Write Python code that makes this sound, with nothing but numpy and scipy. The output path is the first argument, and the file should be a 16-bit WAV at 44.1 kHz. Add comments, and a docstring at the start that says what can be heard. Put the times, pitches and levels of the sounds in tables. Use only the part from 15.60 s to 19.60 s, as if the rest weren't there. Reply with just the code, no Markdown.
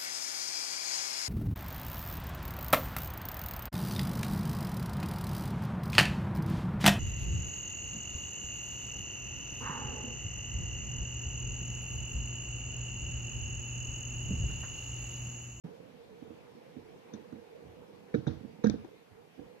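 """Water and a light wind wash steadily around a loaded raft as it is rowed down a river.
The stereo microphone rides on the frame, close to the oars. They shift in their mounts: dull knocks
run through frame and deck, mostly on the right, and shake the load; the metal oarlocks clack on top.
Underneath, water gurgles in a hollow and the inflated hull booms softly. The hardest knocks come
in two clusters, near 2.6 s and 3.1 s."""
import sys
import numpy as np
from scipy import signal
from scipy.fft import rfft, irfft
from scipy.io import wavfile
from scipy.ndimage import uniform_filter1d

SR = 44100
rng = np.random.default_rng(int(sys.argv[2]) if len(sys.argv) > 2 else 0)


def store_wav(level_fs):
    """Save 16-bit WAV to argv[1]."""
    pcm = np.round(np.clip(np.atleast_2d(level_fs), -1, 1) * 32767)
    wavfile.write(sys.argv[1], SR, pcm.T.astype(np.int16))


N = 176400
LEFT_LAG_S = 0.00062  # knocks and water at the hull reach the left side this much later

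# Rise and fall of the water close against the hull and of the far wash: time_s, hull_db, wash_db
FLOW = [(0, 4.5, 3.5), (.3, -1, 1.5), (.65, 3, 2.5), (.95, 1, 2.5), (1.5, 0.5, 3), (2.1, 3.5, 2),
        (2.5, 0.5, 2), (2.95, 1.5, 2), (3.3, -1.5, 1), (3.45, -7.5, 0.5), (3.62, 0.5, 0), (3.719, -7, 1),
        (3.86, 4, 1.5), (4, -3.5, 0.5)]
# Oarlock contacts: start_s, clack_db, clack_hz, low_clink_db, high_clink_db, low_clink_hz,
# high_clink_hz, tick_db, scrape_s, right_minus_left_db
CONTACTS = [(0.626, -59, 650, -85, -85, 3600, 5900, -90, .002, -1),
            (1.535, -56, 1750, -54.5, -50, 3230, 5600, -71, 0.0089, -18),
            (1.724, -61, 890, -82, -80, 3600, 5900, -90, 0.0025, 7.5),
            (2.5401, -41.5, 2390, -63, -77, 3670, 5900, -76, 0.00064, -4.5),
            (2.5445, -41.5, 1700, -55, -66, 3850, 5300, -80, 0.004, 3.5),
            (2.666, -43, 1100, -66, -73, 3600, 5900, -85, 0.00096, -3.5),
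            (2.671, -61, 1660, -46, -54.5, 3550, 5400, -80, 0.0044, -10),
            (2.678, -38, 850, -46, -67, 3320, 5700, -80, 0.00076, -12),
            (3.037, -47.5, 1450, -63, -70, 3780, 6000, -80, 0.004, 6),
            (3.041, -35, 770, -45, -45, 4000, 5800, -76, 0.007, -10),
            (3.0593, -40.5, 1430, -65, -66, 3800, 5500, -80, 0.0034, 1),
            (3.069, -41, 1550, -58, -49.5, 4030, 5370, -76, 0.0011, 2),
            (3.0982, -45, 1750, -45, -45, 3540, 6400, -35.5, 0.00029, -8.5),
            (3.246, -51, 1000, -70, -69, 3700, 5900, -85, 0.0013, -23),
            (3.790, -60, 750, -85, -85, 3600, 5900, -90, .004, 6)]


def amp(db):
    """Decibels to gain."""
    return 10 ** (np.asarray(db) / 20)


def unit_rms(x):
    """Scales to rms 1."""
    return x / np.sqrt(np.mean(x ** 2) + 1e-20)


def curve_at(points, hz):
    """Reads a table on a log-frequency axis."""
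    freq_hz, value = np.transpose(points)
    return np.interp(np.log(hz + 1), np.log(freq_hz + 1), value)


def add(mix, start_s, sound):
    """Mixes a sound in at start_s."""
    part = mix[max(round(start_s * SR), 0):][:len(sound)]
    part += sound[:len(part)]


def colour(x, spectrum):
    """Filters by a table of freq_hz, gain_db."""
    hz = np.fft.rfftfreq(x.shape[-1], 1 / SR)
    return irfft(rfft(x) * amp(curve_at(spectrum, hz)), x.shape[-1])


def ring(modes, t):
    """Sum of dying modes; neighbours move in opposite directions."""
    return sum((-1) ** k * amp(db - 60 * t / t60) * np.sin(2 * np.pi * hz * t)
               for k, (hz, db, t60) in enumerate(modes))


def swell(t, peak_s, steepness=1.36):
    """Rises to 1 at peak_s and dies away."""
    u = t / max(peak_s, .0003)
    return (u * np.exp(1 - u)) ** steepness


def river(left_db=-58.5, right_db=-53, patch_db=1.57, lap_db=2.53):
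    """Water laps at the hull in quick swells under the smoother wash of river and wind."""
    # Tone of the river on each side: freq_hz, relative_db
    left_spectrum = [(20, -42), (45, -30), (80, -18.5), (150, -0.5), (280, -4), (390, -4.5), (475, -2),
                     (600, -8.5), (900, -7.5), (1250, -16.5), (2400, -16.5), (4000, -24), (6000, -28.5),
                     (8000, -41), (14000, -53.5)]
    right_spectrum = [(20, -28), (45, -24), (80, -14), (170, -1.5), (300, -5.5), (390, -4), (475, 1),
                      (570, -10), (900, -14.5), (1250, -22.5), (2400, -23.5), (4000, -31), (6000, -37.5),
                      (8000, -48.5), (14000, -63.5)]
    # How alike the two sides are: freq_hz, correlation
    stereo_likeness = [(30, 0.67), (120, 0.15), (300, 0.44), (480, 0.31), (800, -0.072), (1500, 0.069),
                       (3000, -0.17), (8000, 0.076)]
    # Part of the sound that comes from water at the hull: freq_hz, fraction
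    hull_share = [(20, 1), (520, 1), (1100, 0), (20000, 0)]
    size, hop = 2048, 256
    frames, hz = N // hop + 5, np.fft.rfftfreq(size, 1 / SR)
    t = np.arange(frames) * hop / SR
    left_re, left_im, apart_re, apart_im, patches, laps = rng.standard_normal((6, frames, len(hz)))
    patches = unit_rms(uniform_filter1d(uniform_filter1d(patches, 12, axis=0), 30, axis=1))
    laps = unit_rms(uniform_filter1d(uniform_filter1d(laps, 14, axis=0), 10, axis=1))
    time_s, hull_db, wash_db = np.transpose(FLOW)
    near_db = np.interp(t, time_s, hull_db)[:, None] + lap_db * laps
    far_db = np.interp(t, time_s, wash_db)[:, None] + patch_db * patches
    share, likeness = curve_at(hull_share, hz), curve_at(stereo_likeness, hz)
    left = left_re + 1j * left_im
    right = likeness * left + np.sqrt(1 - likeness ** 2) * (apart_re + 1j * apart_im)
    left *= amp(curve_at(left_spectrum, hz)) * np.exp(-2j * np.pi * hz * LEFT_LAG_S * share)
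    right *= amp(curve_at(right_spectrum, hz))
    spectra = np.array([left, right]) * amp(share * near_db + (1 - share) * far_db)
    wash = signal.istft(spectra, nperseg=size, noverlap=size - hop, time_axis=1, freq_axis=2)[1][:, :N]
    return np.array([amp(left_db) * unit_rms(wash[0]), amp(right_db) * unit_rms(wash[1])])


def gurgle(pitch_hz=467.4, width_hz=33, wander=.05, level_db=-57.5, left_db=-6):
    """Water slops in a hollow by the hull: one resonance whose pitch wanders."""
    drift = unit_rms(uniform_filter1d(uniform_filter1d(rng.standard_normal(N), 2600), 2600))
    carrier = np.exp(2j * np.pi * np.cumsum(pitch_hz * (1 + wander * drift)) / SR)
    pole = np.exp(-np.pi * width_hz / SR)
    noise = rng.standard_normal(N) + 1j * rng.standard_normal(N)
    slop = signal.lfilter([1 - pole], np.poly([pole, pole]), noise)
    time_s, hull_db, _ = np.transpose(FLOW)
    flow_db = np.interp(np.arange(N) / SR, time_s, hull_db)
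    right = unit_rms((slop * carrier).real) * amp(level_db + flow_db)
    return np.array([np.roll(right, round(LEFT_LAG_S * SR)) * amp(left_db), right])


def oar_knocks(frame_rise_s=0.0015, deck_hz=465.2, deck_swell_s=0.0051):
    """An oar shifts in its mount: a soft thump, the ring of the frame and the boxy note of the deck."""
    # Blows, ahead of the hull's filtering:
    # start_s, thump_db, thump_hz, swell_s, frame_db, deck_db, right_minus_left_db
    blows = [(0.0421, -33.5, 174, 0.008, -41, -50, 7), (.199, -44, 300, 0.0022, -51, -42.5, 10),
             (.622, -34, 250, 0.004, -41.5, -56, 16), (.699, -48.5, 307, 0.015, -38.5, -59, 11),
             (1.164, -33, 246, 0.0065, -36.5, -44, 13), (1.35, -62, 385, 0.0098, -63.5, -61, -11),
             (1.536, -32.5, 223, 0.0063, -35.5, -37.5, 12), (1.723, -33, 243.4, 0.0068, -34, -48, 11),
             (1.753, -40.5, 227, .01, -53, -62, 10), (2.542, -19, 205, 0.0039, -22.5, -19, 9.5),
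             (2.557, -19, 296, 0.0033, -46, -37, 13), (2.566, -32, 293, 0.007, -42, -47, 15),
             (2.579, -28, 133, 0.0067, -49.5, -49, 12), (2.669, -19.5, 144.3, 0.008, -19.5, -27.5, 11),
             (2.689, -30, 85.8, 0.019, -43, -49, 19), (2.809, -36.5, 217, 0.0033, -50, -55, 16),
             (2.831, -38.5, 229, 0.0072, -56, -59, 17), (2.846, -29.5, 231, 0.0052, -37.5, -42.5, 21),
             (2.986, -41, 210, 0.0053, -43.5, -56, 29), (3.041, -14, 217, 0.0053, -21, -16.5, 11),
             (3.064, -14.5, 212, 0.0088, -30, -25.5, 10), (3.097, -17, 271, 0.0014, -29, -39, 17.5),
             (3.138, -28, 265, 0.0037, -37, -33.5, 10), (3.156, -31.5, 263, 0.0027, -66, -52, 14),
             (3.2441, -47, 336, 0.0054, -54, -56, -9.5), (3.512, -49.5, 95, 0.012, -67, -80, 18),
             (3.776, -44.5, 263, 0.0063, -50, -52, 31), (3.792, -31.5, 280, .002, -47, -42.5, 20.5),
             (3.810, -42, 299, 0.006, -52, -46, 33)]
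    # Modes of the raft frame: pitch_hz, relative_db, t60_s
    frame_modes = [(88.6, -15, 0.35), (125.8, -10.5, 0.16), (173, -6, 0.11), (235, -9.5, 0.23),
                   (287.1, -10.5, 0.19), (324.8, -12, 0.3), (415, -7, 0.034), (471, -9.5, 0.13),
                   (572, -13, 0.066), (750, -25, 0.13), (865, -50, 0.03)]
    # What the hull passes of a blow: freq_hz, gain_db
    hull_response = [(15, -36), (45, -4.5), (80, -2), (480, 2.5), (650, 1.5), (1200, -7), (3000, -11.5),
                     (9000, -42)]
    out, t = np.zeros((2, N)), np.arange(SR // 2) / SR
    frame = ring(frame_modes, t) * (1 - np.exp(-(t / frame_rise_s) ** 2))
    deck = swell(t, deck_swell_s) * np.sin(2 * np.pi * deck_hz * t)
    for start_s, thump_db, thump_hz, swell_s, frame_db, deck_db, right_db in blows:
        thump = amp(thump_db) * swell(t, swell_s) * np.sin(2 * np.pi * thump_hz * t)
        blow = thump + amp(frame_db) * frame + amp(deck_db) * deck
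        add(out[1], start_s, blow)
        add(out[0], start_s + LEFT_LAG_S, blow * amp(-right_db))
    return colour(out, hull_response)


def shaken_gear(knocks, rise_s=0.01):
    """The loose load and the deck scatter every knock into a short, diffuse tail."""
    # Tone of the shaken load: freq_hz, gain_db
    spectrum = [(30, -27), (80, -14.5), (200, -10.5), (450, -18), (900, -1.5), (2000, -21)]
    # How long it sounds: freq_hz, t60_s
    decay = [(50, 0.66), (120, 0.47), (300, 0.58), (900, 0.19)]
    hz, t, bands = signal.stft(rng.standard_normal((2, SR)), SR, nperseg=512)
    t60 = curve_at(decay, hz)[:, None]
    bands = bands * amp(curve_at(spectrum, hz)[:, None] - 60 * t / t60)
    bands *= np.sqrt(2 * np.log(1000) / (t60 * SR))  # a longer decay adds no energy
    onset = 1 - np.exp(-np.arange(SR) / SR / rise_s)
    tail = signal.istft(bands, SR, nperseg=512)[1][:, :SR] * onset
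    return signal.fftconvolve(knocks, tail, axes=1)[:, :N]


def scraped(modes, t, scrape_s, centre_hz, octaves, detune=.008):
    """Modes rung by a brief rough push, strongest within `octaves` of centre_hz; no two ring alike."""
    push = np.exp(-t / max(scrape_s, .0003)) * rng.standard_normal(len(t))
    modes = [(hz * (1 + detune * rng.standard_normal()), db, t60) for hz, db, t60 in modes]
    octaves_away = np.log2((np.fft.rfftfreq(len(t), 1 / SR) + 1) / centre_hz)
    band = np.exp(-.5 * (octaves_away / octaves) ** 2)
    sound = irfft(rfft(push) * rfft(ring(modes, t)) * band) * (t < t[-1] / 2)
    return sound / np.linalg.norm(sound) * np.sqrt(SR * .005)  # the energy of 5 ms at rms 1


def oarlock_clacks(shaft_octaves=.55, clink_octaves=0.21):
    """Each contact rings the woody shaft and the metal oarlock, with a dry tick on top."""
    # Modes of the oar shaft and of the oarlock's lower and upper groups: pitch_hz, relative_db, t60_s
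    shaft_modes = [(752, 4, .04), (945, -3, .03), (1180, -3, .025), (1410, 2, .025), (1620, 4, .035),
                   (1830, 0, .025), (2250, -1, .02), (2430, -4, .02)]
    low_modes = [(3500, -1, .025), (3600, 0, .025), (3860, -1, .025), (4160, -5, .018)]
    high_modes = [(4880, -8, .012), (5450, -9, .008), (5880, -1, .012), (6080, 0, .012), (6500, -7, .008)]
    # Tone of the dry tick: freq_hz, relative_db
    tick_spectrum = [(300, -28), (1000, -20), (2500, -15), (4000, 11.5), (6800, 5), (8000, -16),
                     (14000, -24)]
    out, t = np.zeros((2, N)), np.arange(8192) / SR
    for start_s, clack_db, hz, low_db, high_db, low_hz, high_hz, tick_db, scrape_s, right_db in CONTACTS:
        for side, side_db in zip(out, (0, right_db)):
            clack = amp(clack_db) * scraped(shaft_modes, t, scrape_s, hz, shaft_octaves)
            clink = amp(low_db) * scraped(low_modes, t, scrape_s, low_hz, clink_octaves)
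            clink += amp(high_db) * scraped(high_modes, t, scrape_s, high_hz, clink_octaves)
            noise = unit_rms(colour(rng.standard_normal(len(t)), tick_spectrum))
            tick = amp(tick_db) * noise * swell(t, scrape_s)
            add(side, start_s, (clack + clink + tick) * amp(side_db))
    return out


def frame_rattle(relative_db=-18, t60_s=0.42, lean_left_db=1.5):
    """The metal frame shivers on after each oarlock contact, as a faint broad ring."""
    # Tone of the shiver: freq_hz, relative_db
    spectrum = [(300, -11), (700, -5.5), (1000, -1), (1500, 5), (2200, -7), (3000, -10), (3650, -2),
                (4800, -8), (6100, -9.5), (7300, -31), (14000, -41)]
    out, t = np.zeros((2, N)), np.arange(SR // 2) / SR
    for start_s, clack_db, _, low_db, high_db, *_ in CONTACTS:
        strength = np.linalg.norm(amp([clack_db, low_db, high_db]))
        noise = unit_rms(colour(rng.standard_normal((2, len(t))), spectrum))
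        shiver = strength * noise * amp(relative_db - 60 * t / t60_s)
        add(out[0], start_s, shiver[0] * amp(lean_left_db))
        add(out[1], start_s, shiver[1] * amp(-lean_left_db))
    return out


def hull_booms(left_db=-5):
    """The inflated hull booms softly when the oars load it."""
    # Booms under the frame: start_s, level_db, swell_s
    booms = [(1.171, -63.5, 0.047), (2.02, -54.5, 0.046), (2.678, -49, 0.047), (3.05, -43, 0.046),
             (3.498, -67, 0.037), (3.781, -55, 0.026)]
    # Tone of the hull: freq_hz, relative_db
    spectrum = [(15, -25), (40, -13.5), (80, 0.5), (120, -2), (200, -18), (500, -38), (2000, -77)]
    right, t = np.zeros(N), np.arange(SR // 2) / SR
    for start_s, level_db, swell_s in booms:
        rumble = unit_rms(colour(rng.standard_normal(len(t)), spectrum))
        add(right, start_s, amp(level_db) * swell(t, swell_s) * rumble)
    return np.array([right * amp(left_db), right])


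def scene():
    """Oars, load and hull close by, with the river all around."""
    knocks = oar_knocks()
    raft = knocks + shaken_gear(knocks) + oarlock_clacks() + frame_rattle() + hull_booms()
    return raft + river() + gurgle()


def record(dry, hiss_db=-75, silent_s=.037, cutoff_hz=14300):
    """Microphone hiss, a silent first instant and the band limit."""
    hiss = amp(hiss_db) * rng.standard_normal((2, N))
    fade_in = np.clip((np.arange(N) / SR - silent_s) / .005, 0, 1)
    lowpass = signal.firwin(511, cutoff_hz, window=("kaiser", 9), fs=SR)
    return signal.oaconvolve((dry + hiss) * fade_in, lowpass[None], "same", axes=1)


dry = scene()
out = record(dry)
store_wav(out)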